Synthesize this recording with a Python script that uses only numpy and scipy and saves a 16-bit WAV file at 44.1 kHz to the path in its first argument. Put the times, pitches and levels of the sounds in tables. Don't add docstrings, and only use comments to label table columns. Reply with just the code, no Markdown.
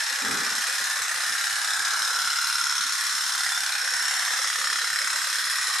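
import sys
import numpy as np
from scipy import signal
from scipy.fft import rfft, irfft
from scipy.io import wavfile
from scipy.ndimage import uniform_filter1d

SR = 44100
rng = np.random.default_rng(int(sys.argv[2]) if len(sys.argv) > 2 else 0)


def generate_wav(signal):
    frames = np.transpose(np.atleast_2d(signal))
    scaled = np.clip(frames, -1, 1) * 32767
    pcm = np.round(scaled).astype(np.int16)
    wavfile.write(sys.argv[1], SR, pcm)


N = 255780
LEAD = SR // 2
TIME = np.arange(-LEAD, N) / SR

# place in the stroke (0-1), then relative levels in dB of pop, crackle, low clang and high clang.
LID_SNAPS = [(0, 3.5, 7.5, 5, -5), (.155, 2, 2.5, -11, -10), (.26, -7.5, 3.5, -15, -6),
             (.39, -2, -7.5, -27, -10), (.495, 4, 7, -22.5, -2.5), (.645, -0.5, -5.5, 1, -14),
             (0.705, -2, -14, -8, -43), (0.935, -4.5, -29, -36, -30)]
# middle in seconds, half length in seconds, strokes per second lost (below 0 it hurries).
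BOILER_FALTERS = [(.2385, .3332, 1.6088), (1.0864, .2227, 1.6348), (1.6224, .2162, .8863),
                  (3.0162, .1783, .3522), (3.8284, .1678, 1.6269), (4.36, .14, -.28), (4.8, .2, .27),
                  (5.28, .1, -.2), (5.7381, .9798, .2778)]


def boat():
    times = snap_times(wander_s=.0004, jitter_s=.00005)
    pop_db, crackle_db, *clang_db = snap_levels(times)
    pop_lead_s = 0.0015
    pop = pops(times - pop_lead_s, pop_db)
    tinny = crackles(times, crackle_db) + clangs(times, clang_db)
    both = pop * from_db([[-.3], [.3]]) + tinny * from_db([[.3], [-.1]])
    drift_db_per_s = -0.1
    pan_db = drift_db_per_s * TIME * np.array([[.5], [-.5]])
    return from_db(pan_db) * both


def strokes_done():
    steady_strokes_per_s = 17.7548
    main_snap_s = .0039
    strokes = np.cumsum(steady_strokes_per_s - swells(BOILER_FALTERS)) / SR
    return strokes - np.interp(main_snap_s, TIME, strokes)


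def snap_times(wander_s, jitter_s):
    strokes = strokes_done()
    whole = np.arange(np.ceil(strokes[0]), strokes[-1])[:, None]
    place = np.array(LID_SNAPS)[:, 0]
    late = .008 + .011 * np.interp(whole, strokes, swells(BOILER_FALTERS))
    position = whole + place + late * np.sin(np.pi * place)
    times = np.interp(position, strokes, TIME, right=np.inf)
    wander = slow_change(times.shape, size=18)
    return times + wander_s * wander * (place > 0) + jitter_s * rng.standard_normal(times.shape)


def snap_levels(times):
    # time in seconds, then dB added to the main pop,
    # to the return pop, to the pops in between and to the crackle in between.
    lid_play = [(0, 4, -7, 5, -2), (.6, -12, -6, -7.5, 1.5), (1.15, 5, 3.5, 1, 1.5), (1.9, -3, 0, 5, -5.5),
                (2.6, 7, 7, 4.5, 1), (3.25, -5, -1.5, -6.5, -0.5), (3.9, -2, 1.5, 0.5, -5),
                (4.35, 1.5, 3.5, -2, 2), (5.0, -3, -2.5, -10.5, -2.5), (5.8, -5, -4, 0, 3.5)]
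    place, pop_db, crackle_db, low_db, high_db = np.transpose(LID_SNAPS)
    s, *columns = np.transpose(lid_play)
    main_db, back_db, step_db, step_crackle_db = [np.interp(times, s, c) for c in columns]
    main = np.arange(len(place)) == 0
    back = abs(place - .5) < .05
    between = ~(main | back)
    force_db = .8 * rng.standard_normal(times.shape)
    pop_db = pop_db + main * main_db + back * back_db + between * step_db
    crackle_db = crackle_db + between * step_crackle_db
    return [db + force_db for db in (pop_db, crackle_db, low_db, high_db)]


def pops(times, level_db):
    # pitch in Hz, level in dB.
    pop_slope = [(80, -29), (330, -60), (450, -34), (600, -29), (730, -6.5), (950, -6), (1150, 0.5),
                 (1400, 1.5), (1650, 2), (2000, -6), (2250, -7), (3000, -34.5), (5000, -37)]
    # time in seconds, resonance in Hz, its width in Hz, direct sound of the pops in dB.
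    voyage = [(0, 1530, 422, -7), (1.3, 1590, 405, -5), (1.7, 1560, 181, -4.5), (2.2, 1463, 132, 1),
              (2.7, 1446, 150, 0), (3.0, 1360, 308, -10), (3.45, 1550, 254, -1.5), (3.9, 1580, 340, -5),
              (4.3, 1340, 340, -0.5), (5.0, 1450, 297, -5), (5.8, 1380, 300, -3)]
    # time in seconds, main ring in dB, upper ring in dB, low hollow ring in dB.
    ring_levels = [(0, -38.5, -31, -44.5), (.3, -32, -34.5, -41.5), (.9, -36, -32, -42.5),
                   (1.35, -34.5, -31, -43), (1.85, -30.5, -41, -40.5), (2.3, -31.5, -49, -44),
                   (2.7, -32, -52, -55), (3.0, -35.5, -30.5, -55), (3.3, -34.5, -44, -49),
                   (3.46, -34.5, -31, -42), (3.6, -34, -45, -40), (3.95, -32.5, -33, -42),
                   (4.35, -36, -31, -41), (4.8, -34.5, -32, -58), (5.3, -35, -35.5, -56),
                   (5.8, -34.5, -31, -49)]
    main_trim_db, upper_trim_db, hollow_trim_db = 2, -2, -4.5
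    upper_lag_s = 0.002507

    hz, width_hz, direct_db = in_time(voyage)
    swing, tightest_at = 0.2, 0.02
    hz = hz + swing * width_hz * np.cos(2 * np.pi * (strokes_done() - tightest_at))
    main_wander, upper_wander = slow_change((len(TIME), 2), size=900).T
    hz = hz + .18 * width_hz * main_wander
    upper_centre_hz = 1885
    upper_hz = upper_centre_hz + 90 * upper_wander

    main, upper, hollow = [
        disperse(clicks(times + lag, level_db, spread_db=.9), hz=1600, width_hz=260)
        for lag in (0, upper_lag_s, 0)]
    main_ring = moving_resonance(main, hz, width_hz)
    upper_band = resonance(upper, upper_centre_hz, width_hz=460)
    upper_ring = moving_resonance(upper_band, upper_hz, np.full(len(TIME), 115.0))
    hollow_ring = resonance(hollow, hz=730, width_hz=343)

    main_db, upper_db, hollow_db = in_time(ring_levels)
    rings = [(main_ring, main_db + main_trim_db),
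             (upper_ring, upper_db + upper_trim_db),
             (hollow_ring, hollow_db + hollow_trim_db)]
    out = 0
    for ring, db in rings:
        heard = bathroom(colour(ring, pop_slope), direct_db, tub_db=-5, tub_t60=.025,
                         room_db=-2.5, room_t60=.4, side_db=-7, count=20)
        out = out + steady(heard) * from_db(db)
    return out


def crackles(times, level_db):
    # pitch in Hz, level in dB.
    crackle_slope = [(150, -103), (500, -39), (950, -3), (2000, 2), (2800, -2.5), (3600, 0), (4650, -9),
                     (5800, -4.5), (7000, -1), (9000, -2.5), (9900, -12), (11200, -4.5), (11900, -14),
                     (13000, -17.5), (15000, -32)]
    # pitch in Hz, width in Hz, peak in dB.
    tin_modes = [(4156, 840, 6), (5017, 390, 10.5), (5457, 500, 9), (6330, 500, 5), (9320, 430, 6.5),
                 (10370, 240, 9), (12850, 300, 11)]
    # middle in seconds, half length in seconds, pitch in Hz, level in dB.
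    ringing_modes = [(0.742, 0.089, 2520, -44), (3.54, 0.06, 3500, -38), (3.996, 0.22, 5490, -36)]
    direct_db = -4.5 - 0.39 * TIME
    dry = colour(crinkle(times, level_db, length_s=0.0009, grit_db=14.0), crackle_slope, tin_modes)
    heard = bathroom(dry, direct_db, tub_db=2, tub_t60=0.047,
                     room_db=4, room_t60=0.88, side_db=-7.5, count=26)
    out = steady(heard) * from_db(-27.5 - 1 * swells(BOILER_FALTERS))
    for s, length, hz, db in ringing_modes:
        ring = steady(resonance(heard, hz, width_hz=250))
        out = out + ring * swells([(s, length, from_db(db))])
    return out


def clangs(times, levels_db):
    # starting pitch in Hz, fall in Hz per second.
    clang_modes = [(4120, 30000), (5520, 60000)]
    # time in seconds, low clang in dB, high clang in dB.
    clang_levels = [(0, -48, -39), (1.2, -42.5, -46.5), (2.2, -43, -35.5), (3.1, -37.5, -36),
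                    (3.7, -52, -38.5), (4.3, -53, -35.5), (4.9, -39, -39.5), (5.8, -38, -39)]
    rise_s = .0013
    t = np.arange(LEAD // 25) / SR
    swell = t / rise_s * np.exp(-t / rise_s)
    out = 0
    for (hz, fall), snap_db, db in zip(clang_modes, levels_db, in_time(clang_levels)):
        ring = swell * np.sin(2 * np.pi * (hz - fall * t / 2) * t)
        dry = signal.oaconvolve(clicks(times, snap_db, spread_db=2.0), ring)[None, :len(TIME)]
        heard = bathroom(dry, 0, tub_db=-8, tub_t60=.03, room_db=-4, room_t60=.4, side_db=-6, count=14)
        out = out + steady(heard) * from_db(db)
    return out


def clicks(times, level_db, spread_db):
    sizes = from_db(level_db + spread_db * rng.standard_normal(times.shape))
    inside = (times > TIME[0]) & (times < TIME[-1])
    out = np.zeros(len(TIME))
    out[(times[inside] * SR).astype(int) + LEAD] = sizes[inside]
    return out


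def crinkle(times, level_db, length_s, grit_db):
    t = np.arange(LEAD // 40) / SR
    energy = t * np.exp(-t / length_s)
    grit = slow_change(times.shape + t.shape, size=2)
    sprays = from_db(grit_db) * np.sqrt(energy / energy.sum()) * grit
    sprays[..., 0] += 1
    inside = (times > TIME[0]) & (times < TIME[-1])
    out = np.zeros(len(TIME) + len(t))
    for s, db, spray in zip(times[inside], level_db[inside], sprays[inside]):
        start = int(s * SR) + LEAD
        out[start:start + len(t)] += from_db(db) * spray
    return out[:len(TIME)]


def disperse(x, hz, width_hz):
    r = np.exp(-np.pi * width_hz / SR)
    poles = [1, -2 * r * np.cos(2 * np.pi * hz / SR), r * r]
    return signal.lfilter(poles[::-1], poles, x)


def bathroom(x, direct_db, tub_db, tub_t60, room_db, room_t60, side_db, count=10):
    t = np.arange(LEAD) / SR
    room_rise_s = 0.0096
    tub = from_db(tub_db - 60 * t / tub_t60) / np.sqrt(tub_t60) * (t > .0005)
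    room = from_db(room_db - 60 * t / room_t60) / np.sqrt(room_t60)
    room = room * np.minimum(t / room_rise_s, 1) ** 2
    decay = np.hypot(tub, room) * np.sqrt(np.log(10 ** 6) / SR)
    out = np.zeros((2, len(TIME) + LEAD))
    out[:, :len(TIME)] = x * from_db(direct_db)
    place = np.linspace(0, count - 1, len(TIME))
    for k in range(count):
        near = np.flatnonzero(abs(place - k) < 1)
        part = x[:, near] * np.cos(np.pi / 2 * (place[near] - k))
        echoes = signal.fftconvolve(part, decay * stereo_noise(LEAD, side_db), axes=1)
        out[:, near[0]:near[0] + echoes.shape[1]] += echoes
    return out[:, :len(TIME)]


def rub_force():
    # start in seconds, end in seconds, level in dB.
    rub_span = (0.21, 0.6, -35.5)
    start, end, rub_db = rub_span
    rise_s, fade_db_per_s, stop_s, rough_db = .05, 51, 0.012, 2.5
    force = from_db(rub_db - fade_db_per_s * (TIME - start)) * np.clip((TIME - start) / rise_s, 0, 1)
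    force = force * from_db(rough_db * slow_change(TIME.shape, size=500))
    return force * np.exp(-np.maximum(TIME - end, 0) / stop_s)


def knocks():
    # start in seconds, level in dB, length of the shudder in seconds.
    blows = [(0.238, -39, 0.01), (.288, -31, 0.018), (0.325, -32.5, 0.024), (.405, -39, .02),
             (0.51, -42, 0.015), (0.734, -45.5, 0.011), (.8, -44.5, 0.019), (1.285, -52, 0.06),
             (1.779, -46, 0.018), (2.238, -45, 0.0083), (4.769, -50, 0.0051), (5.11, -51, 0.0059)]
    # pitch in Hz, level in dB.
    tub_slope = [(30, -14), (60, -9), (110, -1), (250, 8), (480, 2.5), (620, -7), (800, -4), (2000, -34),
                 (6000, -72)]
    # pitch in Hz, width in Hz, peak in dB.
    tub_modes = [(140, 20, 9), (218, 33, 8.5), (266, 15, 7.5), (293, 16, 5), (410, 21, 12.5),
                 (472, 28, 9.5), (797, 48, 15)]
    force = rub_force()
    rise_s = .004
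    for s, db, length in blows:
        since = np.maximum(TIME - s, 0)
        blow = from_db(db) * (1 - np.exp(-since / rise_s)) * np.exp(-since / length)
        force = np.hypot(force, blow)
    shudder = stereo_noise(len(TIME), side_db=-8)
    return rms_one(colour(force * shudder, tub_slope, tub_modes)) * np.sqrt(np.mean(force ** 2))


def low_tones(low_hz, high_hz, length_s, spread_db):
    # middle in seconds, pitch in Hz, level in dB.
    clear_tones = [(.13, 272, -51), (.825, 140, -64), (1.015, 130, -55), (1.155, 136, -56.5),
                   (1.295, 105, -57), (1.535, 116, -54), (1.81, 107, -61), (1.89, 100, -58),
                   (2.0, 105, -60), (2.15, 140, -60), (2.275, 90, -55), (2.37, 95, -58), (2.45, 129, -57),
                   (2.553, 95.5, -57), (2.639, 252, -59), (2.7, 275, -59), (2.805, 212, -53),
                   (2.86, 263, -53), (3.145, 247, -56), (3.265, 210, -59), (3.47, 95, -56),
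                   (3.63, 247, -59), (3.95, 174, -59), (4.24, 246, -61), (4.34, 250, -56), (4.65, 220, -57),
                   (4.7, 256, -55), (5.05, 263, -57), (5.45, 254, -64), (4.93, 140, -55), (5.6, 121, -59)]
    # middle in seconds, half length in seconds, added tones per second.
    denser_spells = [(.7, 0.26, 45.3), (1.3, 0.31, 35), (2.05, 0.25, 65), (5.1, 0.52, 43.6)]
    base_tones_per_s, random_db = .3, -62
    due = np.cumsum(np.maximum(base_tones_per_s + swells(denser_spells), 0)) / SR
    random_tones = []
    for k, (when, pitch, size) in enumerate(rng.random((int(due[-1]), 3))):
        s = np.interp(k + when, due, TIME)
        random_tones.append((s, low_hz + (high_hz - low_hz) * pitch, random_db + spread_db * (size - .5)))
    return blips(clear_tones + random_tones, length_s)


def flutter(spread_db):
    # time in seconds, level of the flutter in dB.
    flutter_levels = [(0, -55), (.7, -54.5), (1.4, -58), (2.1, -57.5), (2.6, -72), (3.3, -69), (3.8, -59),
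                      (4.4, -56.5), (5.1, -55), (5.8, -60)]
    per_s, low_hz, high_hz = 70, 455, 754
    level_db, = in_time(flutter_levels)
    grains = []
    for k, (when, pitch, size) in enumerate(rng.random((int(per_s * N / SR), 3))):
        grains.append(((k + when) / per_s, low_hz + (high_hz - low_hz) * pitch, spread_db * (size - .5)))
    return rms_one(blips(grains, length_s=0.0071)) * from_db(level_db)


def blips(rows, length_s):
    t = np.arange(-LEAD // 10, LEAD // 10) / SR
    out = np.zeros((2, len(TIME) + LEAD))
    swell = np.exp(-(t / length_s) ** 2)
    for (s, hz, db), (pan, turn) in zip(rows, rng.standard_normal((len(rows), 2))):
        start = max(int((s + t[0]) * SR) + LEAD, 0)
        tone = swell * np.sin(2 * np.pi * (hz * t + turn))
        out[:, start:start + len(t)] += from_db(db + pan * np.array([[2], [-2]])) * tone
    return out[:, :len(TIME)]


def quiet_room():
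    # pitch in Hz, level in dB.
    quiet_slope = [(30, -26), (100, -22), (240, -12), (400, 15), (1000, 8), (8000, -32)]
    noise = colour(rng.standard_normal((2, len(TIME))), quiet_slope)
    return from_db(-83) * rms_one(noise)


def from_db(db):
    return 10 ** (np.asarray(db) / 20)


def rms_one(x):
    return x / np.sqrt(np.mean(x ** 2) + 1e-20)


def steady(x):
    return x / np.sqrt(uniform_filter1d(x ** 2, int(.23 * SR)) + 1e-12)


def in_time(rows):
    s, *columns = np.transpose(rows)
    return [np.interp(TIME, s, c) for c in columns]


def swells(rows):
    return sum(height * np.exp(-((TIME - s) / length) ** 2) for s, length, height in rows)


def slow_change(shape, size):
    noise = rng.standard_normal(shape)
    for _ in range(2):
        noise = uniform_filter1d(noise, size=size, axis=0, mode="wrap")
    return rms_one(noise)


def stereo_noise(length, side_db):
    mid, side = rng.standard_normal((2, length))
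    return rms_one(mid + from_db(side_db) * side * [[1], [-1]])


def colour(x, slope, modes=(), size=16384):
    hz = np.arange(size // 2 + 1) * SR / size
    knots, levels = np.transpose(slope)
    db = np.interp(np.log(hz + 1), np.log(knots), levels)
    for centre, width, peak_db in modes:
        db = db + peak_db / (1 + (2 * (hz - centre) / width) ** 2)
    cepstrum = irfft(np.log(from_db(db)))
    cepstrum[1:size // 2] *= 2
    cepstrum[size // 2 + 1:] = 0
    response = irfft(np.exp(rfft(cepstrum)))
    return signal.fftconvolve(np.atleast_2d(x), response[None], axes=1)[:, :x.shape[-1]]


def resonance(x, hz, width_hz):
    band = [hz - width_hz / 2, hz + width_hz / 2]
    return signal.sosfilt(signal.butter(2, band, "band", fs=SR, output="sos"), x)


def moving_resonance(x, hz, width_hz, size=256):
    radius = np.exp(-np.pi * width_hz / SR)
    out, state = np.zeros(len(x)), np.zeros(2)
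    for i in range(0, len(x), size):
        r = radius[i]
        poles = [1, -2 * r * np.cos(2 * np.pi * hz[i] / SR), r * r]
        out[i:i + size], state = signal.lfilter([1, 0, -1], poles, x[i:i + size], zi=state)
    return out


def scene():
    faint_tones = low_tones(low_hz=180, high_hz=430, length_s=.009, spread_db=7) + flutter(spread_db=17.5)
    return (boat() + knocks() + faint_tones + quiet_room())[:, LEAD:]


def record(dry):
    return signal.sosfilt(signal.ellip(10, .1, 90, 15000, fs=SR, output="sos"), dry)


dry = scene()
out = record(dry)
generate_wav(out)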